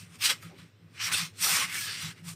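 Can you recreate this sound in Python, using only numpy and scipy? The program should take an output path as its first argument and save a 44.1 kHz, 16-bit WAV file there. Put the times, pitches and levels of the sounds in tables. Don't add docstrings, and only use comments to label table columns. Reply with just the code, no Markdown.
import sys
import numpy as np
from scipy import signal
from scipy.fft import rfft, irfft
from scipy.io import wavfile
from scipy.ndimage import uniform_filter1d

SR = 44100
rng = np.random.default_rng(int(sys.argv[2]) if len(sys.argv) > 2 else 0)


def master_out(mix):
    frames = np.transpose(np.atleast_2d(mix))
    ceiling = np.clip(frames, -1, 1)
    pcm = np.round(ceiling * 32767).astype(np.int16)
    wavfile.write(sys.argv[1], SR, pcm)


N = 103635
T = np.arange(N) / SR
F = np.maximum(np.arange(N // 2 + 1) * SR / N, 1)

# (time [s], level [dB])
STROKE_LEVELS = [
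    [(0, -45), (.014, -49), (.086, -66), (.158, -56.5), (.182, -67.5), (.19, -59)],
    [(.2, -51.5), (.213, -37.5), (.222, -30), (.253, -21), (.275, -25), (.291, -30), (.301, -23.5),
     (.317, -26), (.343, -43.5), (.4, -60)],
    [(.42, -56), (.428, -48), (.44, -52.5), (.472, -56), (.54, -65), (.575, -61.5), (.59, -55.5),
     (.62, -59), (.712, -69), (.892, -69.5), (.93, -66.5)],
    [(.95, -58), (.992, -46.5), (1.004, -34.5), (1.02, -31), (1.045, -31), (1.075, -34.5), (1.11, -45)],
    [(1.118, -37.5), (1.125, -31.5), (1.148, -28.5), (1.162, -33), (1.18, -27.5), (1.211, -31),
     (1.255, -37.5), (1.29, -54.5), (1.33, -67)],
    [(1.37, -55), (1.414, -36), (1.446, -25.5), (1.475, -28.5), (1.5, -25.5), (1.52, -28), (1.545, -28),
     (1.56, -26.5), (1.595, -30.5), (1.625, -32.5), (1.65, -37.5), (1.676, -44)],
    [(1.7, -43), (1.74, -39), (1.75, -37), (1.8, -39), (1.82, -36.5), (1.87, -36.5), (1.895, -35.5),
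     (1.94, -37.5), (1.978, -41), (2.02, -36), (2.06, -39), (2.114, -45)],
    [(2.125, -50), (2.145, -64), (2.183, -55.5), (2.227, -66), (2.247, -53.5), (2.289, -42), (2.32, -49),
     (2.335, -51), (2.35, -65)],
]
# (time [s], extra weight under 1 kHz [dB], extra ring near 1.6 kHz [dB], extra treble [dB])
CONTACT_COLOUR = [(0, 5, -9.5, -1), (.07, 7, 8, 0), (.19, 15, 7, 7.5), (.22, -1, -2.5, -1),
                  (.26, -4, -3, 1.5), (.31, 0, 2.5, -1.5), (.38, 6, 2.5, -3.5), (.43, -12, 4.5, 5),
                  (.52, 16, 8, -7.5), (.59, 11, 7, -1.5), (.78, 0, 3.5, -12.5), (.94, 7, 7.5, -3),
                  (1.01, -2, 3, -9), (1.05, -9, 1, -1.5), (1.11, 19.5, 13, 2.5), (1.14, -6, 0, 4.5),
                  (1.24, 3, -0.5, -4), (1.33, 3, 4.5, -2.5), (1.41, 2, -1.5, 8.5), (1.47, 6.5, -4, 5),
                  (1.53, 5, 2.5, 6), (1.62, 10, 10, 5.5), (1.68, 9, 8.5, 1.5), (1.77, -8, 7.5, 6),
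                  (1.85, -3, 0, 4), (1.9, -8.5, 1, -3), (2.07, 4.5, 2.5, -2), (2.18, -1, 8.5, -4),
                  (2.29, 11, -1, 5), (2.35, 11, 0, 7)]
COLOUR_KNOTS_HZ = [650, 1600, 4000, 10000]
# (frequency [Hz], relative level [dB])
SCRAPE_SPECTRUM = [(120, -59.5), (200, -17.5), (415, -25), (640, -22.5), (760, -15), (950, -11),
                   (1130, -4.5), (2620, 0), (4000, -0.5), (5700, 2), (6500, -4.5), (9300, 0), (10000, -8.5),
                   (11800, -11.5), (12500, -6), (14000, -9), (15700, -11)]
# (frequency [Hz], level before a rise with root frequency [dB], 60 dB decay time [s])
BLADE_MODES = [(560, -12, .08), (1087, -10.5, 0.21), (1306, -1, 0.098), (1567, -7.5, .06), (1750, -9, 0.21),
               (2160, 0, 0.033), (2289, 1.5, 0.15), (2596, -17.5, .04), (2800, -5.5, 0.018),
               (3091, -0.5, 0.12), (3583, -8, 0.09), (4160, -4.5, 0.01), (4646, -13, 0.019),
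               (5567, -15, 0.045), (7760, -11.5, 0.004), (8796, -9, 0.004)]
# (time [s], level [dB])
HUM_LOW_LEVELS = [(0.0, -44), (0.05, -56), (0.08, -77), (0.13, -56.5), (0.99, -62.5), (1.05, -48.5),
                  (1.09, -66), (1.12, -53.5), (1.5, -65), (1.56, -50), (1.6, -66), (1.7, -56.5),
                  (1.75, -64), (1.79, -52), (1.83, -56), (2.01, -62), (2.03, -48), (2.26, -68.5),
                  (2.31, -52.5), (2.35, -59)]
# (time [s], level [dB])
HUM_HIGH_LEVELS = [(0.0, -48.5), (0.24, -69), (0.44, -55.5), (0.46, -45), (0.56, -66), (0.61, -46.5),
                   (0.75, -78), (0.84, -54), (0.95, -67.5), (1.14, -49.5), (1.16, -62), (1.23, -42.5),
                   (1.37, -80), (1.42, -49.5), (1.47, -62), (1.54, -44), (1.56, -63), (1.7, -47.5),
                   (1.72, -59), (1.98, -58), (2.01, -82), (2.04, -42), (2.06, -38), (2.17, -67),
                   (2.26, -43.5), (2.35, -50.5)]
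# (frequency [Hz], relative level [dB])
AIR_SPECTRUM = [(40, -42), (70, -21.5), (100, -3), (135, -12.5), (208, -14), (330, -18.5), (470, -22.5),
                (800, -32), (2000, -34.5), (4000, -56), (8000, -57), (10500, -66), (13000, -44),
                (15700, -61)]
# (time [s], level change [dB])
AIR_SWELL = [(0, 0), (.6, 3.5), (.74, -4.5), (.9, 0), (1.8, 3), (2.35, 1)]
# (time [s], length of the push [s], peak level [dB], frequency [Hz], 60 dB decay time [s])
KNOCKS = [(.26, 0.016, -27.5, 2880, 0.034), (0.301, 0.013, -38.5, 867, 0.051),
          (.312, 0.016, -41.5, 530, 0.067), (1.49, 0.037, -38, 790, 0.037), (.31, 0.0093, -45.5, 259, 0.13),
          (0.434, .007, -44.5, 1255, 0.096), (.452, 0.0063, -53, 1370, 0.07),
          (.46, 0.014, -51.5, 312, 0.049), (.515, 0.026, -53.5, 800, 0.032), (.53, 0.03, -56.5, 567, 0.027),
          (.545, 0.023, -50, 376, 0.099), (.965, .015, -51, 1680, .03), (1.051, 0.033, -26, 5600, 0.016),
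          (1.06, 0.032, -44, 2740, 0.049), (1.14, 0.013, -29, 1496, 0.041),
          (1.15, 0.016, -25.5, 2620, 0.055), (1.148, 0.011, -20.5, 3520, 0.012),
          (1.467, 0.0082, -26.5, 1303, 0.03), (1.566, 0.011, -31.5, 1184, 0.027),
          (1.59, 0.019, -45, 500, 0.055), (1.59, 0.021, -47, 248, 0.13), (1.618, 0.01, -31.5, 1097, 0.13),
          (1.63, 0.029, -28, 2114, .05), (1.754, 0.0068, -32.5, 1760, 0.11),
          (1.83, 0.029, -38.5, 1700, .07), (1.78, 0.018, -31.5, 2250, 0.046),
          (1.894, 0.026, -34.5, 1705, 0.043), (2.29, 0.023, -51, 1136, 0.054)]

GRAINS_PER_S, GRAIN_SCATTER_DB = 12000., 2
JUDDER_DB, JUDDER_PER_S = 0.27, 70.
WANDER_DB, WANDER_PER_S = 4., 22.
PATCHY_DB, PATCHY_PER_S = 1, 20.
BLADE_DB = -20.5
SHEET_LOW_HZ, SHEET_HIGH_HZ = 2477, 15090
SHEET_T60_S, SHEET_DB = 0.033, -19.5
HUM_LOW_HZ, HUM_LOW_WIDTH_HZ = 107, 8
HUM_HIGH_HZ, HUM_HIGH_WIDTH_HZ = 167.2, 19
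AIR_DB = -59
DOME_T60_S, DOME_DB = .16, -22
BOTTOM_HZ, TOP_HZ = 66, 15830


def undb(db):
    return 10 ** (np.asarray(db) / 20)


def unit(x):
    return x / np.sqrt(np.mean(x ** 2))


def curve(rows, column=1):
    rows = np.array(rows)
    return np.interp(T, rows[:, 0], rows[:, column])


def walk(rate):
    hold = int(SR / rate)
    steps = np.repeat(rng.standard_normal(N // hold + 1), hold)
    return 1.47 * uniform_filter1d(uniform_filter1d(steps, hold), hold)[:N]


def colour(x, spectrum):
    hz, db = np.array(spectrum).T
    gain = undb(np.interp(np.log(F), np.log(hz), db, left=-90))
    return unit(irfft(rfft(x) * gain, N))


def ring(x, hz, t60):
    pole = np.exp(2j * np.pi * hz / SR - np.log(1000) / (t60 * SR))
    return signal.lfilter([1], [1, -pole], x).imag


def grit():
    chance, sign, size = rng.random((3, N))
    hits = (chance < GRAINS_PER_S / SR) * np.sign(sign - .5)
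    clicks = hits * undb(-GRAIN_SCATTER_DB * np.log(size + 1e-4))
    return unit(clicks) * undb(JUDDER_DB * walk(JUDDER_PER_S))


def wandering_mode(grains, hz, t60):
    return unit(ring(grains * undb(WANDER_DB * walk(WANDER_PER_S)), hz, t60))


def blade(grains):
    return sum(undb(db) * np.sqrt(hz / 2000) * wandering_mode(grains, hz, t60)
               for hz, db, t60 in BLADE_MODES)


def sheet(grains, count=70):
    places = (np.arange(count) + rng.random(count)) / count
    pitches = SHEET_LOW_HZ + (SHEET_HIGH_HZ - SHEET_LOW_HZ) * places
    return sum(wandering_mode(grains, hz, SHEET_T60_S * min(1, 6000 / hz)) for hz in pitches)


def peel():
    grains = grit()
    low, body, treble = (curve(CONTACT_COLOUR, column) for column in (1, 2, 3))
    rough = grains + undb(BLADE_DB) * blade(grains) + undb(SHEET_DB) * sheet(grains)
    spectrum = rfft(colour(rough, SCRAPE_SPECTRUM))
    slide = np.zeros(N)
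    for hz in 200 * 2 ** (np.arange(14) / 2):
        band = irfft(spectrum * np.clip(1 - 2 * np.abs(np.log2(F / hz)), 0, 1), N)
        share = [np.interp(np.log(hz), np.log(COLOUR_KNOTS_HZ), knot) for knot in np.eye(4)]
        shift_db = share[0] * low + share[1] * body + share[3] * treble
        slide += band * undb(shift_db + PATCHY_DB * walk(PATCHY_PER_S))
    return slide * undb(curve(np.vstack(STROKE_LEVELS)))


def dome_resonance(hz, width_hz):
    t60 = np.log(1000) / (np.pi * width_hz)
    noise = ring(ring(rng.standard_normal(N), hz, t60), hz, t60)
    envelope = np.sqrt(uniform_filter1d(noise ** 2, size=2500))
    return unit(noise / np.sqrt(envelope + 1e-9))


def hum():
    lower = undb(curve(HUM_LOW_LEVELS)) * dome_resonance(HUM_LOW_HZ, HUM_LOW_WIDTH_HZ)
    upper = undb(curve(HUM_HIGH_LEVELS)) * dome_resonance(HUM_HIGH_HZ, HUM_HIGH_WIDTH_HZ)
    return lower + upper


def outdoor_air():
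    return undb(AIR_DB + curve(AIR_SWELL)) * colour(rng.standard_normal(N), AIR_SPECTRUM)


def dome(x):
    t = T[:SR // 3]
    decay = np.exp(-np.log(1000) * t / DOME_T60_S)
    tail = rng.standard_normal(len(t)) * decay * (t > .002)
    tail /= np.sqrt(np.sum(tail ** 2))
    return x + undb(DOME_DB) * signal.fftconvolve(x, tail)[:N]


def knocks():
    out = np.zeros(N)
    for start, push, db, hz, t60 in KNOCKS:
        burst = rng.standard_normal(N) * np.exp(-((T - start) / push) ** 2)
        tone = ring(burst, hz, t60)
        out += undb(db) * tone / np.abs(tone).max()
    return out


def scene():
    return (dome(peel() + knocks()) + hum() + outdoor_air())[None]


def record(dry):
    bass_cut = signal.butter(4, BOTTOM_HZ, "high", fs=SR, output="sos")
    top_cut = signal.ellip(14, .2, 80, TOP_HZ, fs=SR, output="sos")
    return signal.sosfilt(top_cut, signal.sosfilt(bass_cut, dry))


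dry = scene()
out = record(dry)
master_out(out)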